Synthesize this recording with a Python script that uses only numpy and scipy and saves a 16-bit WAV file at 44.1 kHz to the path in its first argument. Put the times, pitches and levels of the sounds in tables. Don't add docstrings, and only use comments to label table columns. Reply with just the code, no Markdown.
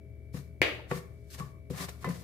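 import sys
import numpy as np
from scipy import signal
from scipy.fft import rfft, irfft, next_fast_len
from scipy.io import wavfile
from scipy.ndimage import map_coordinates

SR = 44100
rng = np.random.default_rng(int(sys.argv[2]) if len(sys.argv) > 2 else 0)


def decibels_to_gain(level_db):
    exponent = np.asarray(level_db, float) / 20
    return 10 ** exponent


def inscribe(sig):
    pcm = np.round(np.clip(np.atleast_2d(sig).T, -1, 1) * 32767)
    wavfile.write(sys.argv[1], SR, pcm.astype(np.int16))


N = 98607

ORDERS_DB = {2: -55, 7: -65, 9: -73, 10: -77, 11: -70, 35: -85, 37: -90, 38: -82, 39: -73, 40: -89}
SHAFT_HZ = 58.66
DRONE_HZ, DRONE_DB, DRONE_WANDER_RAD = 74.2, -49, 1.2
FLUTTER_DB, FLUTTER_PER_S, FLUTTER_RAD = 1.3, 45, 0.3
# [f/Hz, lead/rad]
FRIDGE_TURN = [(100, .6), (600, .6), (2300, 1.4)]
# [f/Hz, level/dB per Hz]
RUMBLE = [(12, -109), (20, -40.5), (54, 4.5), (112, 3), (211, -9.5), (412, -10), (461, -18), (644, -32.5),
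          (900, -37.5), (1170, -82), (1980, -120)]
# [f/Hz, level/dB per Hz]
HISS = [(600, 6.5), (900, -13), (1600, -9), (2250, -10), (2900, -15.5), (7000, -22), (12500, -17),
        (16000, -29)]
RUMBLE_DB, HISS_DB = -52.5, -74.5

# [f/Hz, level/dB, t60/s]
BOTTOM = [(148.6, -1, 0.12), (170.9, -2, 0.12), (254, -8.5, 0.083)]
BELLY = [(384, 0.5, 0.12), (485.3, 3.5, 0.089), (521, -16.5, 0.29), (710, -39, 0.024)]
WALL = [(1128, 0, .08), (1165, -8, .035), (845, -14, .07), (1740, -13, .05)]
RIM = [(1065, 0, .06), (1010, -5, .2), (2022, -12, .22), (1770, -4, .04), (715, -9, .1), (3700, -14, .025)]
# [t/s, rasp level/dB, grip on the pot over the rasp/dB]
STROKES = [
    [(0.326, -81, -15), (0.337, -64, 0), (0.345, -58, 6), (0.373, -56, 7.5), (0.463, -81, -16),
     (0.49, -84, -15)],
    [(0.87, -86, 20), (0.89, -66.5, -4), (0.912, -56.5, 19), (0.978, -51.5, 6), (1.024, -71, -3),
     (1.06, -85, -2)],
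    [(1.1, -82, -11), (1.232, -82, -14.5), (1.296, -71.5, -3), (1.304, -58, -34), (1.348, -51.5, -2),
     (1.37, -65.5, 6), (1.392, -53.5, 5.5), (1.52, -78, 4)],
    [(1.699, -65, 11), (1.708, -55.5, 0), (1.738, -60.5, 11), (1.808, -43, 5.5), (1.844, -47, 7.5),
     (1.854, -50, 5), (1.882, -90, 2)],
    [(1.884, -59.5, 17.5), (1.892, -43, 3), (1.92, -78, -5), (1.956, -86, 2), (2.024, -59, 2),
     (2.038, -59.5, 13.5)],
    [(2.041, -69, -8), (2.047, -51, 12.5), (2.059, -61, 22), (2.081, -66.5, 21), (2.091, -48, -15),
     (2.103, -56.5, 11), (2.207, -61, -1.5), (2.236, -71, 14)],
]
# [f/Hz, level/dB per Hz]
RASP = [(500, -49), (1500, -15.5), (3000, -17), (4400, -13.5), (8000, -16.5), (12000, -18.5),
        (14500, -20.5), (15800, -35)]
# [f/Hz, level/dB per Hz]
GRIT = [(300, -20), (600, 5.5), (1200, 2.5), (2300, 1), (4500, -13), (8000, -27)]
GRIP_DB = [0.5, -11.5, -15, -8]
GRAINS_PER_S, GRIT_PER_S, GRAIN_SWAY_DB = 16000, 4000, 1.42

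# [t/s, bottom level/dB, belly level/dB, wall level/dB, slap level/dB]
KNOCKS = [(0.343, -28.5, -43, -49.5, -53), (0.393, -37.5, -55, -77, -52),
          (0.9132, -24.5, -28.5, -29, -24.5), (0.963, -53, -42, -69, -67), (1.398, -42, -57, -60, -38),
          (1.404, -32.5, -48.5, -31, -59), (1.421, -45, -61, -38.5, -64), (1.441, -36, -63, -51, -68),
          (1.702, -27, -35.5, -62, -50), (1.734, -67, -50, -65, -69), (1.804, -59, -70, -39.5, -65),
          (1.8861, -70, -63, -53, -38), (2.0435, -31.5, -37.5, -77, -31), (2.063, -69, -37, -73, -46),
          (2.072, -47, -36.5, -69, -42), (2.089, -45, -55, -72, -40), (2.0932, -32.5, -53, -60, -54)]
# [t/s, level/dB]
RIM_TAPS = [
    (2.0435, -30.5),
]
# [t/s, level/dB, f/Hz, t60/s]
BOOMS = [
    (.96, -37, 172, .14),
    (1.733, -38, 175, .15),
    (2.0648, -31, 135, .04),
    (2.0735, -32, 177, .3),
    (2.0848, -42, 177, .12),
    (2.0957, -22, 168, .07),
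    (2.1318, -36, 160, .12),
]
# [f/Hz, level/dB per Hz]
SLAP = [(150, -14), (500, 0), (1200, -1.5), (2400, -12), (3500, -35), (7000, -32), (15000, -39)]
SWELL_S, BOOM_SWELL_S, SLAP_T60_S = 0.0025, 0.001, 0.03
LEFT_LEADS_S, RIM_LEADS_S = 0.00013, 0.0001
TURN_RAD, SCATTER_DB = 0.3, 1.5

# [t/s, level/dB, f/Hz, t60/s]
PUSHES = [
    (0.606, -24, 125, 0.047),
    (.795, -39, 890, 0.048),
]
# [t/s, level/dB]
JAR_DROPS = [
    (.6166, -9),
    (.6215, -27),
    (.6268, -16),
    (.632, -24),
    (.637, -25),
    (.665, -28),
    (.805, -46),
]
# [f/Hz, level/dB, t60/s]
JAR_SNAP = [(2220, 4, .013), (2390, 1, .011), (1760, -14, .05), (2040, -15, .09), (330, -13, .035),
            (695, -17, .06)]
# [f/Hz, level/dB per Hz]
CLACK = [(120, -32), (300, -1.5), (560, 3.5), (1100, -2), (2200, 5.5), (4600, -6.5), (5600, -20),
         (15000, -39)]
# [f/Hz, level/dB per Hz]
TICK = [(2000, -56), (5000, -2), (9000, -9), (15000, -11)]
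CLACK_DB, CLACK_T60_S = -8.5, 0.014
TICK_DB, TICK_T60_S, TICK_GROWS = -21, 0.03, 1.6
JAR_LEADS_S, JAR_SWELL_S = -0.00005, 0.0012

# [f/Hz, t60/s]
KITCHEN = [(150, 0.73), (1000, 0.47), (3000, 0.42), (6000, 0.38), (14000, 0.51)]
POT_WET_DB, RASP_WET_DB, JAR_WET_DB, SNAP_WET_DB = -11, -13, -1.5, -11
# [f/Hz, likeness 0..1]
ALIKE = [(60, 1), (300, 0.81), (600, 0.2), (1400, 0.036), (4000, 0.05)]
# [f/Hz, level/dB]
LEAN = [(40, 7), (150, 7), (400, 2.5), (2000, 3), (12000, 3)]
LOW_HZ, TOP_HZ, EDGE_HZ = 45, 15700, 50


def unit(x):
    return x / np.sqrt(np.mean(x ** 2) + 1e-20)


def along(points, hz):
    f, v = np.transpose(points)
    return np.interp(np.log(hz + 1), np.log(f + 1), v)


def wobble(rate):
    return map_coordinates(rng.standard_normal(200), [np.arange(N) * rate / SR])


def filtered(x, response):
    m = next_fast_len(N + SR // 2)
    return irfft(rfft(x, m) * response(np.fft.rfftfreq(m, 1 / SR)), m)[..., :N]


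def spread(pair):
    def mid_side(hz):
        turn = np.arccos(np.clip(along(ALIKE, hz), 0, 1)) / 2
        return np.array([np.cos(turn), np.sin(turn)])

    mid, side = filtered(pair, mid_side)
    return np.array([mid + side, mid - side])


def add(into, s, sound):
    into[:, round(s * SR):][:, :sound.shape[1]] += sound


def fridge_tone(hz, db, wander_rad, sway_db, sway_per_s=9.8):
    t = np.arange(N) / SR
    level = decibels_to_gain(db + 3.0 + sway_db * wobble(sway_per_s))
    apart = along(FRIDGE_TURN, hz) * np.array([[-.5], [.5]])
    return level * np.sin(2 * np.pi * hz * t + wander_rad * wobble(5) + apart)


def fridge_bed(colour):
    noise = rng.standard_normal((2, N))
    return spread(unit(filtered(noise, lambda hz: decibels_to_gain(along(colour, hz)))))


def fridge():
    out = fridge_tone(DRONE_HZ, DRONE_DB, DRONE_WANDER_RAD, 0.67)
    for k, db in ORDERS_DB.items():
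        sway = (0.1, 1) if k < 20 else (FLUTTER_RAD, FLUTTER_DB, FLUTTER_PER_S)
        out = out + fridge_tone(k * SHAFT_HZ, db, *sway)
    rumble = decibels_to_gain(RUMBLE_DB) * fridge_bed(RUMBLE + [(1500, -95)])
    hiss = decibels_to_gain(HISS_DB) * fridge_bed([(300, -99)] + HISS)
    return out + rumble + hiss


def slips(rate):
    pulses = (rng.random((2, N)) < rate / SR) * rng.standard_normal((2, N))
    return unit(pulses) * decibels_to_gain(GRAIN_SWAY_DB * wobble(65))


def pot_response(hz):
    out = decibels_to_gain(along(GRIT, hz))
    for grip_db, part in zip(GRIP_DB, (BOTTOM, BELLY, WALL, RIM)):
        for centre, db, t60 in part:
            damping = 1j * hz * 2.2 / t60
            out = out + decibels_to_gain(grip_db + db + 17.5) * damping / (centre * centre - hz * hz + damping)
    return out


def scrape():
    t = np.arange(N) / SR
    rasp, grip = np.zeros(N), np.zeros(N)
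    for rows in STROKES:
        s, db, grip_db = np.transpose(rows)
        rasp += decibels_to_gain(np.interp(t, s, db, -120, -120))
        grip += decibels_to_gain(np.interp(t, s, db + grip_db, -120, -120))
    treble = np.mean(decibels_to_gain(2 * along(RASP, np.linspace(5000, 15000, 99))))
    top = np.sqrt(treble * 10000 / (SR / 2))
    fine = filtered(rasp * slips(GRAINS_PER_S), lambda hz: decibels_to_gain(along(RASP, hz)) / top)
    coarse = filtered(grip * slips(GRIT_PER_S), pot_response)
    return spread(fine + coarse)


def kitchen(x):
    hz, t, z = signal.stft(rng.standard_normal((2, SR)), SR, nperseg=256)
    decay = decibels_to_gain(-60 * t / along(KITCHEN, hz)[:, None])
    tail = signal.istft(z * decay, SR, nperseg=256)[1]
    tail = spread(np.pad(tail, ((0, 0), (200, N)))[:, :N])
    send = x.mean(0)[None] + x[:1] - x[1:]
    return signal.fftconvolve(send, tail / np.linalg.norm(tail[0]), axes=1)[:, :N]


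def ring(modes, t, swell_s, lead_s=LEFT_LEADS_S):
    hz, db, t60 = np.transpose(modes)[..., None, None]
    luck = rng.standard_normal((len(modes), 2))
    lead = 2 * np.pi * hz * lead_s + TURN_RAD * luck[:, :1, None]
    apart = lead * np.array([[.5], [-.5]])
    level = decibels_to_gain(db + SCATTER_DB * luck[:, 1:, None] - 60 * t / t60)
    tones = level * np.sin(2 * np.pi * hz * t + apart)
    return tones.sum(0) * (1 - np.exp(-t / swell_s))


def crack(t, t60, colour):
    n = len(t)
    m = 2 * n
    hz = np.fft.rfftfreq(m, 1 / SR)
    cepstrum = irfft(np.log(decibels_to_gain(along(colour, hz))), m)
    cepstrum = cepstrum * np.r_[1, np.full(n - 1, 2), np.zeros(n)]
    a, b = rng.standard_normal((2, n)) * decibels_to_gain(-60 * t / t60)
    share = np.clip(along(ALIKE, hz), 0, 1)
    mid = rfft(a, m) * np.sqrt(1 + share)
    side = rfft(b, m) * np.sqrt(1 - share)
    pair = mid + side * np.array([[1], [-1]])
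    return 2 * irfft(pair * np.exp(rfft(cepstrum)), m)[:, :n]


def knocks():
    out, t = np.zeros((2, N + SR)), np.arange(SR // 3) / SR
    for s, *dbs, slap_db in KNOCKS:
        for db, part in zip(dbs, (BOTTOM, BELLY, WALL)):
            add(out, s, decibels_to_gain(db) * ring(part, t, SWELL_S))
        add(out, s, decibels_to_gain(slap_db + 4.5) * crack(t, SLAP_T60_S, SLAP))
    for s, db in RIM_TAPS:
        add(out, s, decibels_to_gain(db) * ring(RIM, t, SWELL_S, RIM_LEADS_S))
    for s, db, hz, t60 in BOOMS:
        add(out, s, decibels_to_gain(db) * ring([(hz, 0, t60)], t, BOOM_SWELL_S))
    return out[:, :N]


def jar():
    snap, clack = np.zeros((2, 2, N + SR))
    t = np.arange(SR // 3) / SR
    for s, db, hz, t60 in PUSHES:
        add(snap, s, decibels_to_gain(db) * ring([(hz, 0, t60)], t, 0.0029))
    hardest_db = JAR_DROPS[0][1]
    for s, db in JAR_DROPS:
        tick_db = TICK_DB + (TICK_GROWS - 1) * (db - hardest_db)
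        tick = decibels_to_gain(tick_db) * crack(t, TICK_T60_S, TICK)
        add(snap, s, decibels_to_gain(db) * (ring(JAR_SNAP, t, JAR_SWELL_S, JAR_LEADS_S) + tick))
        add(clack, s, decibels_to_gain(db + CLACK_DB) * crack(t, CLACK_T60_S, CLACK))
    snap, clack = snap[:, :N], clack[:, :N]
    return snap + clack + kitchen(decibels_to_gain(SNAP_WET_DB) * snap + decibels_to_gain(JAR_WET_DB) * clack)


def scene():
    hum, rasp, hits = fridge(), scrape(), knocks()
    pot_room = decibels_to_gain(RASP_WET_DB) * kitchen(rasp) + decibels_to_gain(POT_WET_DB) * kitchen(hits)
    return hum + rasp + hits + pot_room + jar()


def roll_off(x):
    return signal.sosfilt(signal.butter(12, 16500, fs=SR, output="sos"), x)


def record(dry):
    def port(hz):
        lean = decibels_to_gain(along(LEAN, hz) * np.array([[.5], [-.5]]))
        low_pass = 1 / (1 + np.exp(np.clip((hz - TOP_HZ) / EDGE_HZ, -50, 50)))
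        high_pass = (1j * hz / (LOW_HZ + 1j * hz)) ** 2
        return lean * low_pass * high_pass

    return roll_off(filtered(dry, port))


dry = scene()
out = record(dry)
inscribe(out)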